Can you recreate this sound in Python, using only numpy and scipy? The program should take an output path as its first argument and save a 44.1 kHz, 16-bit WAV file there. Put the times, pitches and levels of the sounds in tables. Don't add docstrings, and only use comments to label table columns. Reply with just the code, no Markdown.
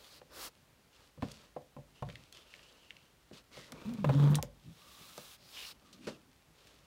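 import sys
import numpy as np
from scipy import signal
from scipy.fft import rfft, irfft, next_fast_len
from scipy.io import wavfile
from scipy.ndimage import map_coordinates

SR = 44100
rng = np.random.default_rng(int(sys.argv[2]) if len(sys.argv) > 2 else 0)


def master_out(mix):
    frames = np.transpose(np.atleast_2d(mix))
    ceiling = np.clip(frames, -1, 1)
    pcm = np.round(ceiling * 32767).astype(np.int16)
    wavfile.write(sys.argv[1], SR, pcm)


N = 302526

# [f/Hz, density/dB per Hz]
RUBBER_SPECTRUM = [(530, -68), (900, -22), (1390, -13), (1880, -9.5), (2660, -1.5), (4380, -3), (6060, -8),
                   (12000, -22), (15600, -44)]
# [f/Hz, density/dB per Hz]
CLOTH_SPECTRUM = [(60, -3), (140, -13), (280, -4), (580, 2), (720, -9), (1200, -3.5), (2000, -10),
                  (4000, -54)]


def amp(db):
    return 10 ** (np.asarray(db) / 20)


def unit(x):
    return x / np.sqrt(np.mean(x ** 2) + 1e-20)


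def along(points, hz):
    f, v = np.transpose(points)
    return np.interp(np.log(hz + 1), np.log(f + 1), v)


def curves(rows):
    s, *columns = np.transpose(rows)
    return [np.interp(np.arange(N) / SR, s, c) for c in columns]


def wobble(rate_hz, size=N):
    knots = rng.standard_normal(int(size * rate_hz / SR) + 4)
    return map_coordinates(knots, [np.arange(size) * rate_hz / SR])


def filtered(x, response):
    m = next_fast_len(len(x) + 8192)
    spectrum = rfft(x, m) * response(np.fft.rfftfreq(m, 1 / SR))
    return irfft(spectrum, m)[:len(x)]


def coloured(x, spectrum):
    return unit(filtered(x, lambda hz: amp(along(spectrum, hz))))


def resonance(hz, centre_hz, width):
    damping = 1j * hz * width * centre_hz
    return damping / (centre_hz ** 2 - hz ** 2 + damping)


def friction(spectrum, rate_hz, grain_db, size=N):
    slips = (rng.random(size) < rate_hz / SR) * rng.standard_normal(size)
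    return coloured(rng.standard_normal(size) + amp(grain_db) * unit(slips), spectrum)


def add(track, s, x):
    part = track[round(s * SR):][:len(x)]
    part += x[:len(part)]


def smears():
    # [start t/s, end t/s, rasp level/dB, hiss level/dB, murmur level/dB, squeak level/dB, squeak f/Hz]
    sweeps = [(-.25, 0.205, -63.5, -67.5, -66.5, -64.5, 4210),
              (0.292, 0.497, -57.5, -50.5, -54.5, -56.5, 4740),
              (4.519, 5.374, -62, -61.5, -81, -66.5, 3586), (5.352, 5.736, -60.5, -58.5, -69.5, -59, 4565),
              (5.514, 5.66, -52.5, -64, -66, -54.5, 3413), (5.636, 5.734, -55, -64.5, -80, -57, 4610)]
    lift_s = 0.046
    out = np.zeros(N)
    for start, end, *levels_and_pitch in sweeps:
        peak = max(1 - lift_s / (end - start), .5)
        add(out, max(start, 0), stroke(start, end, peak, *levels_and_pitch))
    return out


def rubs():
    # [start t/s, end t/s, rasp level/dB, squeak level/dB, squeak f/Hz]
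    dry_rubs = [(0.909, 1.117, -67, -86, 3480), (1.2, 1.512, -62, -86, 3920),
                (1.939, 2.023, -70.5, -67.5, 2960), (2.047, 2.315, -66.5, -73, 2440),
                (2.32, 2.462, -62, -63.5, 3320), (2.43, 2.87, -65.5, -69, 2910),
                (2.75, 3.156, -72, -72, 2970), (3.321, 3.424, -61, -68, 3950),
                (3.508, 3.72, -58, -65, 2060), (3.718, 4.116, -64, -67, 2444),
                (4.097, 4.322, -59, -60, 3575), (4.74, 5.323, -69.5, -69, 1206),
                (5.781, 6.29, -71.5, -75, 1268), (6.007, 6.18, -64, -66, 2630),
                (6.52, 6.892, -68.5, -79, 3630)]
    peak = 0.21
    hiss_rel_db, murmur_rel_db = -16.5, -3
    out = np.zeros(N)
    for start, end, db, squeak_db, squeak_hz in dry_rubs:
        rub = stroke(start, end, peak, db, db + hiss_rel_db, db + murmur_rel_db, squeak_db, squeak_hz)
        add(out, start, rub)
    return out


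def stroke(start, end, peak, rasp_db, hiss_db, murmur_db, squeak_db, squeak_hz):
    # [f/Hz, density/dB per Hz]
    wet_spectrum = [(240, -59), (400, -18), (654, -12), (798, -5), (903, -7.5), (1150, -2), (1920, -11),
                    (2990, -8), (5360, -7.5), (6540, -9.5), (11900, -11), (15700, -11.5)]
    hiss_power, murmur_power = 1.83, 0.56
    t = np.arange(round(max(start, 0) * SR), round(end * SR)) / SR
    size = len(t)
    done = (t - start) / (end - start)
    gather = np.sin(np.pi / 2 * np.clip(done / peak, 0, 1))
    lift = 1 - np.clip((done - peak) / (1 - peak), 0, 1) ** 3
    speed = gather * lift
    rub = friction(RUBBER_SPECTRUM, rate_hz=170, grain_db=-5, size=size)
    grip = amp(rasp_db) * rub + amp(squeak_db) * squeak(squeak_hz, size)
    rasp = amp(1.37 * wobble(88.2, size)) * grip
    hiss = amp(hiss_db + 4.0) * friction(wet_spectrum, rate_hz=1600, grain_db=-7, size=size)
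    cloth = friction(CLOTH_SPECTRUM, rate_hz=300, grain_db=-4, size=size)
    murmur = amp(murmur_db + 1.3 * wobble(30.6, size)) * cloth
    mix = speed * rasp + speed ** hiss_power * hiss + speed ** murmur_power * murmur
    return amp(0.67 * wobble(28.2, size)) * mix


def squeak(pitch_hz, size):
    # [f/Hz, width/share of pitch]
    band_width = [(1200, .17), (3550, .22), (4500, .45)]
    drift, drift_rate_hz = .035, 22
    pitch = pitch_hz * (1 + drift * wobble(drift_rate_hz, size))
    phase = 2 * np.pi * np.cumsum(pitch) / SR
    width_hz = along(band_width, pitch_hz) * pitch_hz
    return unit(wobble(width_hz, size) * np.cos(phase) + wobble(width_hz, size) * np.sin(phase))


def squelch(count):
    middle_s, spread_s, level_db, centre_hz = 5.605, .05, -48, 2650
    scatter_octaves, scatter_db, t60_s = .2, 8.5, .014
    out, t = np.zeros(N), np.arange(SR // 40) / SR
    for when, pitch, size in rng.uniform(-0.86, 1, (count, 3)):
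        hz = centre_hz * 2 ** (scatter_octaves * pitch)
        envelope = amp(level_db + scatter_db * size - 60 * t / t60_s)
        add(out, middle_s + spread_s * when, envelope * np.sin(2 * np.pi * hz * t))
    return out


def skid():
    start_s, level_db, t60_s = 6.068, -44.5, 0.18
    out, t = np.zeros(N), np.arange(SR // 2) / SR
    rubber = friction(RUBBER_SPECTRUM, rate_hz=270, grain_db=-4, size=len(t))
    cloth = amp(1) * friction(CLOTH_SPECTRUM, rate_hz=93, grain_db=-5, size=len(t))
    envelope = amp(level_db - 60 * t / t60_s) * (1 - np.exp(-t / 0.0024))
    add(out, start_s, envelope * amp(1.7 * wobble(110, len(t))) * (rubber + cloth))
    return out


def dragging():
    # [t/s, rate/slips per second]
    slip_rate = [(3.83, 182), (3.925, 246), (3.98, 204), (4.02, 192), (4.06, 149), (4.115, 128.5),
                 (4.17, 143), (4.21, 142), (4.375, 150), (4.41, 127)]
    # [start t/s, end t/s, groan level at resonance/dB, octave level re groan/dB]
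    tugs = [(3.855, 3.975, -19.5, -29), (3.983, 4.044, -23.5, -30), (4.05, 4.127, -22.5, -20),
            (4.111, 4.188, -31.5, -0.5), (4.15, 4.4, -19.5, -27)]
    # [start t/s, end t/s, level/dB]
    scrapes = [(3.689, 4.15, -57), (4.067, 4.248, -47), (4.19, 4.393, -41.5)]
    # [f/Hz, density/dB per Hz]
    grit_spectrum = [(150, -14), (280, 2.5), (390, -2.5), (520, 1), (660, -17.5), (950, -5), (1800, -19),
                     (2800, -26.5), (3600, -21), (5000, -33.5), (15000, -44)]
    canvas_hz, canvas_width = 141.6, .17
    rough_free, rough_locked = 0.551, 0.12
    judder_db = -3.5
    judder_spectrum = [(25, -30), (45, -2), (90, -1), (130, 12), (220, 12.5), (290, 0), (400, -36)]

    rate, = curves(slip_rate)
    lock = abs(resonance(rate, canvas_hz, canvas_width))
    level = lock * sum(amp(db) * tug(start, end) for start, end, db, _ in tugs)
    octave = lock * sum(amp(db + octave_db) * tug(start, end) for start, end, db, octave_db in tugs)
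    rough = rough_free + (rough_locked - rough_free) * lock
    phase = 2 * np.pi * np.cumsum(rate * (1 + 0.0857 * rough * wobble(110))) / SR
    tone = level * np.sin(phase) + octave * np.sin(2 * phase)
    tone = tone * amp(4.1 * rough * wobble(130))
    judder = coloured(rng.standard_normal(N), judder_spectrum)
    groan = tone + amp(judder_db + 3.7 * wobble(35)) * level * rough * judder
    stutter = amp(2.8 * wobble(110)) * (1 + .8 * np.cos(phase))
    scrape = sum(amp(db) * tug(start, end) for start, end, db in scrapes)
    return groan + scrape * stutter * friction(grit_spectrum, rate_hz=380, grain_db=-9.5)


def tug(start, end):
    arch, lean = 0.62, 0.68
    done = np.clip((np.arange(N) / SR - start) / (end - start), 0, 1)
    return np.clip(np.sin(np.pi * done ** lean), 0, 1) ** arch


def knocks():
    # [t/s, level/dB, boom re level/dB, slap re level/dB, wood centre f/Hz, boom centre f/Hz]
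    blows = [(0.216, -46.5, -23, -13, 565, 160), (1.176, -49.5, 0, -20, 500, 150),
             (1.223, -34.5, -6, -9, 794, 130), (1.229, -31, -6, -15, 560, 195),
             (1.564, -31, -18, -23, 700, 182), (1.766, -42.5, -4, -17, 780, 136),
             (1.785, -47, -7.5, -29, 550, 160), (2.024, -31.5, -5, -14, 770, 108),
             (2.089, -44.5, -9, -9, 564, 130), (3.313, -45.5, -5.5, -15, 398, 226),
             (3.57, -42.5, -11.5, -20, 540, 165), (3.722, -46.5, -1, -3, 656, 219),
             (4.044, -22.5, -7, -10, 630, 220), (4.092, -26.5, -3, -10, 800, 172),
             (4.097, -24, -13, -21, 650, 180), (4.386, -31, -7, -17, 945, 98),
             (4.43, -34, -10.5, -15.5, 560, 140), (5.178, -39, -13.5, -6, 600, 239),
             (6.072, -35.5, -8, -10, 315, 236)]
    # [f/Hz, level/dB, t60/s]
    wood_modes = [(286, -0.5, 0.048), (356.5, -3, 0.097), (418, -5.5, 0.07), (495, 1, 0.067),
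                  (529, -6.5, 0.06), (585.6, 0, 0.068), (714, -10.5, 0.083), (786, -2.5, 0.054),
                  (868, -5.5, 0.057), (988, 0.5, 0.03), (1060, 1, 0.044), (1360, -4, 0.018)]
    # [f/Hz, level/dB, t60/s]
    canvas_modes = [(49.4, -6, 0.51), (78.7, -2, 0.2), (113.7, -5, 0.17), (144.7, -1.5, 0.23),
                    (169.4, -6.5, 0.21), (215.2, -3, 0.13), (254.4, -2.5, 0.089)]
    # [f/Hz, density/dB per Hz]
    slap_spectrum = [(500, -42), (1200, 4), (2000, -2.5), (3500, -8), (5000, -19.5), (14000, -30)]
    chatter_depth_db, chatter_rate_hz = 4.5, 212
    out, t = np.zeros(N), np.arange(SR // 4) / SR
    for s, db, boom_db, slap_db, wood_hz, boom_hz in blows:
        wood = amp(-10.0) * ring(wood_modes, t, wood_hz, width=0.78, attack_s=0.0008, scatter_db=2.5)
        boom = ring(canvas_modes, t, boom_hz, width=1.0, attack_s=0.00049, scatter_db=1.0)
        boom = amp(boom_db - 3.5) * boom
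        decay = amp(-60 * t / 0.039) + amp(-16 - 60 * t / 0.12)
        contact = decay * (1 - np.exp(-t / 0.000085))
        chatter = amp(chatter_depth_db * wobble(chatter_rate_hz, len(t)))
        noise = coloured(rng.standard_normal(len(t)), slap_spectrum)
        slap = amp(slap_db) * contact * unit(chatter * noise)
        add(out, s, amp(db) * (wood + boom + slap))
    return out


def ring(modes, t, centre_hz, width, attack_s, scatter_db):
    hz, db, t60 = np.transpose(modes)[:, :, None]
    hz = hz * (1 + 0.016 * rng.standard_normal(hz.shape))
    favour = abs(resonance(hz, centre_hz, width)) ** 2
    decay = amp(db + scatter_db * rng.standard_normal(hz.shape) - 60 * t / t60)
    waves = np.sin(2 * np.pi * (hz * t + rng.random(hz.shape)))
    x = np.sum(favour * decay * waves, axis=0) * (1 - np.exp(-t / attack_s))
    return x / np.std(x[:SR // 50])


def ticks():
    # [t/s, level/dB, pitch f/Hz]
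    releases = [(2.0997, -36.5, 2460), (2.1556, -32.5, 2450), (2.5392, -35, 2180), (2.593, -44.5, 2300),
                (2.906, -32.5, 2300), (2.967, -41, 2900), (4.346, -27.5, 3270)]
    out = np.zeros(N)
    for s, db, pitch_hz in releases:
        add(out, s, amp(db) * snap(pitch_hz, width=0.6, t60_s=0.013))
    return out


def clicks():
    # [t/s, level/dB, pitch f/Hz, width/share of pitch, t60/s]
    contacts = [(1.316, -41, 4280, 1.2, 0.028), (2.325, -38, 3700, 1.4, 0.014),
                (3.7205, -32.5, 4830, 1.3, 0.013), (3.937, -41, 5460, 1.6, 0.012),
                (4.354, -22.5, 3944, 1.8, 0.023), (4.355, -18.5, 8970, 0.16, 0.0068),
                (4.4269, -13.5, 9200, 6.9, 0.0036), (5.178, -35, 4750, 1.9, 0.012),
                (5.928, -48.5, 4150, 1, 0.083), (6.67, -52, 2900, 1.7, 0.063)]
    out = np.zeros(N)
    for s, db, pitch_hz, width, t60_s in contacts:
        add(out, s, amp(db) * snap(pitch_hz, width, t60_s))
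    return out


def snap(pitch_hz, width, t60_s):
    rise_s = 0.0003
    t = np.arange(SR // 10) / SR
    noise = rng.standard_normal(len(t))
    burst = unit(filtered(noise, lambda hz: resonance(hz, pitch_hz, width) ** 2))
    decay = amp(-60 * t / t60_s) + amp(-37 - 60 * t / 0.052)
    return amp(-4.5) * burst * (1 - np.exp(-t / rise_s)) * decay


def thuds():
    # [start t/s, level/dB, centre f/Hz, rise/s, t60/s]
    shifts = [(1.2245, -27, 195, .006, .085), (2.03, -46.5, 125, 0.037, 0.38),
              (4.634, -47, 135, 0.051, 0.23), (5.8, -57, 220, 0.31, .6), (6.069, -39, 365, .004, .2)]
    width = 1.05
    out, t = np.zeros(N), np.arange(SR) / SR
    for s, db, centre_hz, rise_s, t60_s in shifts:
        noise = rng.standard_normal(SR)
        body = unit(filtered(noise, lambda hz: resonance(hz, centre_hz, width) ** 3))
        decay = amp(db - 60 * np.maximum(t - rise_s, 0) / t60_s)
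        add(out, s, decay * np.minimum(t / rise_s, 1) * body)
    return out


def room(x):
    # [f/Hz, t60/s]
    room_decay = [(100, 0.55), (600, 0.27), (3000, 0.16), (12000, 0.075)]
    hz, t, z = signal.stft(rng.standard_normal(SR // 2), SR, nperseg=256)
    decay = amp(-60 * t / along(room_decay, hz)[:, None])
    tail = signal.istft(z * decay, SR, nperseg=256)[1]
    tail = np.pad(tail / np.linalg.norm(tail), (SR // 200, 0))
    return signal.fftconvolve(x, tail)[:N]


def sleeves():
    # [f/Hz, density/dB per Hz]
    sleeve_spectrum = [(40, -4.5), (140, 2), (280, -4.5), (700, -13.5), (3000, -33.5)]
    level = amp(-70.5 + 1.6 * wobble(6.2) + 2.8 * wobble(24))
    return level * friction(sleeve_spectrum, rate_hz=50, grain_db=-9.0)


def crinkle():
    return amp(-79 + 2.5 * wobble(7)) * friction(RUBBER_SPECTRUM, rate_hz=25, grain_db=-4)


def air():
    # [f/Hz, density/dB per Hz]
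    air_spectrum = [(15, -32), (25, -19), (59, -4.5), (169, -34), (275, -17.5), (307, -20), (809, -20),
                    (2020, -23), (15700, -35.5)]
    return amp(-69) * coloured(rng.standard_normal(N), air_spectrum)


def scene():
    hits = knocks() + ticks() + clicks()
    hand = smears() + rubs() + squelch(count=50) + skid()
    frame = dragging() + thuds() + hits + amp(-15.0) * room(hits)
    background = sleeves() + crinkle() + air()
    return (hand + frame + background)[None]


def record(dry):
    top_hz = 15850
    bass_cut = lambda hz: (hz / 35) ** 5 / np.sqrt(1 + (hz / 35) ** 10)
    top_cut = lambda hz: np.clip((top_hz - hz) / 300 + .5, 0, 1)
    return filtered(dry[0], lambda hz: bass_cut(hz) * top_cut(hz))[None]


dry = scene()
out = record(dry)
master_out(out)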